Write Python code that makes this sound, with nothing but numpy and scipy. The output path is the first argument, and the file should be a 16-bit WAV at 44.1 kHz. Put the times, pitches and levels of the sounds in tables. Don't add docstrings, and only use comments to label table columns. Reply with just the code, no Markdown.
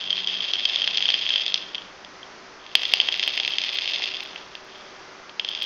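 import sys
import numpy as np
from scipy import signal
from scipy.fft import rfft, irfft
from scipy.io import wavfile

SR = 44100
rng = np.random.default_rng(int(sys.argv[2]) if len(sys.argv) > 2 else 0)


def digitize_waveform(pressure):
    field = np.atleast_2d(pressure).T
    bounded = np.clip(field, -1, 1)
    quanta = np.round(bounded * 32767).astype(np.int16)
    wavfile.write(sys.argv[1], SR, quanta)


N = 249341
TIME = np.arange(N) / SR
POP_LENGTH_S = .004


def undb(db):
    return 10 ** (np.asarray(db) / 20)


def unit(x):
    return x / np.sqrt(np.mean(x ** 2))


def impulses(times, sizes):
    return np.bincount(np.clip(np.round(times * SR).astype(int), 0, N - 1), sizes, N)


def scattered(count):
    return (np.arange(count) + rng.uniform(0, 1, count)) * N / SR / count


def ring(x, hz, width_hz):
    return signal.lfilter(*signal.iirpeak(hz, hz / width_hz, SR), x + 1e-18)


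def cut(x, hz, kind, order):
    return signal.sosfilt(signal.butter(order, hz, kind, fs=SR, output="sos"), x + 1e-18)


def drift(rate_hz):
    return np.interp(TIME * rate_hz, np.arange(1024), rng.standard_normal(1024))


def wavering_tone(hz, rms_db, waver_hz=1.2, flutter_db=3.0):
    phase = 2 * np.pi * np.cumsum(hz + waver_hz * drift(8.7)) / SR
    return np.sqrt(2) * undb(rms_db + flutter_db * drift(4.1)) * np.sin(phase)


# (frequency [Hz], relative density [dB])
NOISE_SPECTRUM = [(20, -8.5), (70, -9.5), (130, -8), (300, -1.5), (600, -0.5), (1200, 0.5), (2000, -2.5),
                  (2700, -6.5), (3300, -8), (3950, -10.5), (4700, -8), (6000, -11)]


def room_noise(rms_db=-42.5, flutter_db=0.78):
    hz, db = np.array(NOISE_SPECTRUM, float).T
    colour = undb(np.interp(np.log(np.fft.rfftfreq(N, 1 / SR) + 1), np.log(hz), db))
    noise = unit(irfft(rfft(rng.standard_normal(N)) * colour, N))
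    return noise * undb(rms_db + flutter_db * drift(6))


# (frequency [Hz], rms level [dB])
HUM_LINES = [(306, -70), (381.5, -59.5), (610, -64.5), (1221, -71), (1395, -67.5)]


def hum():
    return sum(wavering_tone(hz, db) for hz, db in HUM_LINES)


# (start [s], end [s], level [dB])
SWELLS = [(0, 0.427, -58.5), (0.837, 1.33, -56), (1.506, 1.87, -60.5), (1.95, 3.15, -70)]
# (harmonic number, relative level [dB])
DRONE_PARTIALS = [(2, -12), (3, -1), (5, -12)]


def drone(fundamental_hz=62.4, fade_s=0.043, rest_db=-74):
    swells = sum(undb(db) * np.clip(np.minimum(TIME - start, end - TIME) / fade_s + .5, 0, 1)
                 for start, end, db in SWELLS)
    level_db = 20 * np.log10(undb(rest_db) + swells)
    return sum(wavering_tone(k * fundamental_hz, level_db + db) for k, db in DRONE_PARTIALS)


def room(x, echo_s=0.001892, echo_db=-15.5, wet_db=-12, t60_s=0.43, predelay_s=0.0041):
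    desk = np.interp(TIME - echo_s, TIME, x, left=0)
    t = TIME[:SR // 2]
    tail = rng.standard_normal(len(t)) * np.exp(-np.log(1000) * t / t60_s) * (t > predelay_s)
    tail /= np.sqrt(np.sum(tail ** 2))
    return x + undb(echo_db) * desk + undb(wet_db) * signal.fftconvolve(x, tail)[:N]


# (time [s], level [dB], frequency [Hz], bandwidth [Hz])
SOFT_KNOCKS = [(4, -35, 780, 340), (4.377, -47, 5100, 700)]


def knocks():
    taps = sum(undb(db) * unit(ring(impulses(np.array([time_s]), [1.]), hz, width_hz))
               for time_s, db, hz, width_hz in SOFT_KNOCKS)
    return taps * np.sqrt(POP_LENGTH_S * SR / N)


# (time [s], relative level [dB])
SHARP_TICKS = [(2.831, -37), (2.8807, -38), (3.0041, -42), (3.1772, -39), (3.237, -39), (3.2773, -22),
               (3.3258, -41), (3.3752, -39), (3.474, -38), (3.499, -38), (3.6476, -42), (3.737, -37.5),
               (3.7474, -33), (4.2376, -35), (5.631, -27.5)]


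def ticks(gain_db=6, highpass_hz=6000, spread_db=4.5, stray_db=-2, fizz_db=-21):
    sharp_times, sharp_db = np.array(SHARP_TICKS, float).T
    spikes = impulses(sharp_times, undb(sharp_db))
    for times, share_db in ((scattered(80), stray_db), (scattered(1200), fizz_db)):
        *_, tick_db = boiling(times)
        spikes += impulses(times, undb(tick_db + share_db + spread_db * rng.standard_normal(len(times))))
    return cut(undb(gain_db) * spikes, highpass_hz, "high", order=2)


# (frequency [Hz], bandwidth [Hz], relative level [dB])
CHAMBER_MODES = [(740, 310, -24), (1800, 306, -17.5), (2728, 450, -7.5), (3205, 184, 1), (3429, 263, -1.5),
                 (4384, 91, -12.5), (4742, 450, -8.5), (4870, 940, -12.5), (6220, 140, -22.5),
                 (7200, 170, -31)]


def chamber(times, db, low_db, high_db, scatter_db, low_hz=2800, main_hz=3290, high_hz=3600):
    hz, width_hz, mode_db = np.array(CHAMBER_MODES, float).T
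    lowness = np.interp(hz, [low_hz, main_hz], [1, 0])
    highness = np.interp(hz, [main_hz, high_hz], [0, 1])
    random_db = scatter_db * rng.standard_normal((len(times), len(hz)))
    kicks = undb(mode_db + np.outer(low_db, lowness) + np.outer(high_db, highness) + random_db)
    sizes = undb(db) * SR * np.sqrt(POP_LENGTH_S / (np.pi * (kicks ** 2 @ width_hz)))
    return sum((-1) ** k * ring(impulses(times, sizes * kicks[:, k]), hz[k], width_hz[k])
               for k in range(len(hz)))


def lull_db(times, depth_db=-2, lead_s=0.017):
    wait_s = np.array(DROPLET_BURSTS, float)[:, :1] - times
    return depth_db * np.max((wait_s > 0) * np.exp(-np.abs(wait_s) / lead_s), axis=0)


# (start [s], end [s], level [dB], swell [dB/s],
# initial low modes [dB], initial high modes [dB], ticks [dB])
BOIL_SPELLS = [(-0.2, 1.382, -30, 3, -4.5, -2.5, -83.5), (2.58, 3.1, -50.5, 31, -3, -3, -62),
               (2.76, 4.047, -29.5, 2.1, 2.5, 4, -42.5), (4.665, 4.756, -45, -15, -1, 2, -53.5),
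               (5.45, 5.70, -32, 3, -2.5, -1, -44)]


def boiling(times, heat_up_s=0.021, cool_db_per_s=55, tick_cool_db_per_s=20, broaden_db_per_db=1.05):
    start, end, db, swell_db_per_s, low_db, high_db, tick_db = np.array(BOIL_SPELLS, float).T[:, :, None]
    age_s, cooling_s = np.maximum(times - start, 0), np.maximum(times - end, 0)
    heat_db = 20 * np.log10(1 - np.exp(-age_s / heat_up_s) + 1e-9)
    swell_db = swell_db_per_s * np.minimum(age_s, end - start)
    level_db = db + heat_db + swell_db - cool_db_per_s * cooling_s
    strongest = np.argmax(level_db, axis=0), np.arange(len(times))
    broad_db = broaden_db_per_db * swell_db
    return (level_db[strongest] + lull_db(times),
            (low_db + broad_db)[strongest],
            (high_db + broad_db)[strongest],
            np.max(tick_db + heat_db - tick_cool_db_per_s * cooling_s, axis=0))


def sizzle(count=4200, spread_db=5.0, largest_db=9, gain_db=1.5):
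    times = np.sort(rng.uniform(0, N / SR, count))
    size_db = np.minimum(spread_db * rng.standard_normal(count), largest_db)
    overlap_db = 10 * np.log10(POP_LENGTH_S * np.sum(undb(size_db) ** 2) * SR / N)
    boil_db, low_db, high_db, _ = boiling(times)
    return chamber(times, boil_db + size_db - overlap_db + gain_db, low_db, high_db, scatter_db=1.5)


def crackle(count=125, over_boil_db=6.5, spread_db=2.1, breadth_db=-2, breadth_spread_db=4):
    times = scattered(count)
    boil_db, low_db, high_db, _ = boiling(times)
    size, colour = rng.standard_normal((count, 2)).T
    level_db = boil_db + over_boil_db + spread_db * size
    broad_db = breadth_db + breadth_spread_db * colour
    return chamber(times, level_db, low_db + broad_db, high_db + broad_db, scatter_db=-1.5)


def thumps(gain_db=3, threshold_db=-7, lowpass_hz=800, highpass_hz=160):
    times, db, _, _ = np.array(DROPLET_BURSTS, float).T
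    thump_spikes = impulses(times, undb(db + gain_db) * np.clip(db - threshold_db, 0, 1))
    return cut(cut(thump_spikes, lowpass_hz, "low", order=2), highpass_hz, "high", order=1)


# (time [s], level [dB], low modes [dB], high modes [dB])
DROPLET_BURSTS = [(0.1043, -13, -8.5, -4), (0.128, -18.5, -4.5, -19), (0.1781, -21, -3, -6.5),
                  (0.2726, -16, -22.5, -3), (0.4048, -20.5, -9.5, -9), (0.5349, -12.5, -3, 3),
                  (0.5551, -18.5, -5, -6), (0.6526, -14, -5, 3.5), (0.6545, -11.5, -5.5, -5),
                  (0.7589, -12.5, -13, -10.5), (0.818, -15.5, -2, 1.5), (0.8412, -18.5, -5.5, -8.5),
                  (0.8755, -12.5, 3, 3), (0.9724, -13, 0, 5.5), (0.9808, -16, -3.5, -6.5),
                  (1.0241, -13.5, -7.5, -4), (1.055, -13.5, -6, -8.5), (1.0884, -11.5, 0, -3),
                  (1.102, -14.5, 3, 4.5), (1.1408, -11, -3.5, -7.5), (1.2645, -18, -5, -15.5),
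                  (1.29, -18, -0.5, 1), (1.304, -15.5, -4.5, -11.5), (1.338, -14, -7, -6.5),
                  (1.3582, -11, -7, -7), (1.4632, -15.5, -5, 1.5), (1.4798, -19, -11, 0),
                  (1.5219, -23, 0.5, -7), (1.542, -10, -4, 3.5), (1.5569, -21.5, 0, -7),
                  (1.5758, -24, 2, 12), (1.7464, -20.5, -3, -5), (1.7525, -22.5, -5, -3),
                  (1.781, -25, -3, -7), (1.819, -33.5, 1, -2), (2.0472, -32.5, 1, -3),
                  (2.23, -33.5, -9, -8), (2.664, -34, 5, 4), (2.7528, -4.5, 2, 2.5), (2.818, -21.5, 3, 3),
                  (2.833, -17.5, 2.5, 2.5), (2.8525, -16, -8, -4), (2.9365, -5, 1.5, 1),
                  (2.9572, -24, 0, 16), (3.0007, -7.5, -5, -3.5), (3.0123, -16, -4, 1.5),
                  (3.0864, -12.5, 3.5, -2.5), (3.1235, -16.5, -1.5, -0.5), (3.1416, -20, 7.5, 1),
                  (3.1953, -15.5, 3, 3.5), (3.2285, -15.5, 1.5, -2.5), (3.2359, -16, 2.5, 3),
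                  (3.2763, -13.5, -2, -11), (3.376, -17.5, 19, 14), (3.3994, -14.5, 1, -4),
                  (3.449, -18, 4, -2), (3.4773, -16, 5.5, 3), (3.5835, -16, 14.5, 15.5),
                  (3.6161, -19, 1, 6), (3.637, -19, 4, 7), (3.7858, -15.5, -0.5, 0), (3.876, -19.5, 3, 0),
                  (4.022, -24, 21.5, 0.5), (4.0386, -17.5, 1, 3.5), (4.144, -24, -3, -5),
                  (4.168, -25, 3, 8), (4.2051, -25, 10, 6), (4.228, -31, 8, 4), (4.3594, -28.5, 13, -6),
                  (4.552, -27.5, 5.5, 4), (5.2944, -35, 4.5, 6), (5.396, -14.5, -0.5, -4),
                  (5.4471, -19.5, -2, -0.5), (5.4874, -17.5, -15, -5), (5.5498, -23, 2, 3),
                  (5.6211, -16.5, -3, -3)]


def pops(gain_db=1, spatter_db=-16, max_delay_s=0.0039, crack_above_db=-12, crack_db_per_db=0.6):
    times, db, low_db, high_db = np.array(DROPLET_BURSTS, float).T
    delay_s = max_delay_s * rng.uniform(.2, 1, len(times))
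    crack_db = crack_db_per_db * np.maximum(db - crack_above_db, 0)
    bursts = chamber(times, db + gain_db, low_db + crack_db, high_db + crack_db, scatter_db=2.0)
    spatter = chamber(times + delay_s, db + spatter_db, low_db, high_db, scatter_db=-4)
    return bursts + spatter


def scene():
    close_sounds = pops() + thumps() + crackle() + sizzle() + knocks()
    return (room(close_sounds) + room_noise() + hum() + drone())[None]


def record(dry, mic_top_hz=6350, clip_level=.96, hiss_db=-92, top_hz=16000):
    narrow = cut(dry, mic_top_hz, "low", order=14)
    clipped = np.clip(narrow, -clip_level, clip_level)
    mix = clipped + ticks() + undb(hiss_db) * rng.standard_normal(N)
    return signal.sosfilt(signal.ellip(8, .2, 70, top_hz, fs=SR, output="sos"), mix)


dry = scene()
out = record(dry)
digitize_waveform(out)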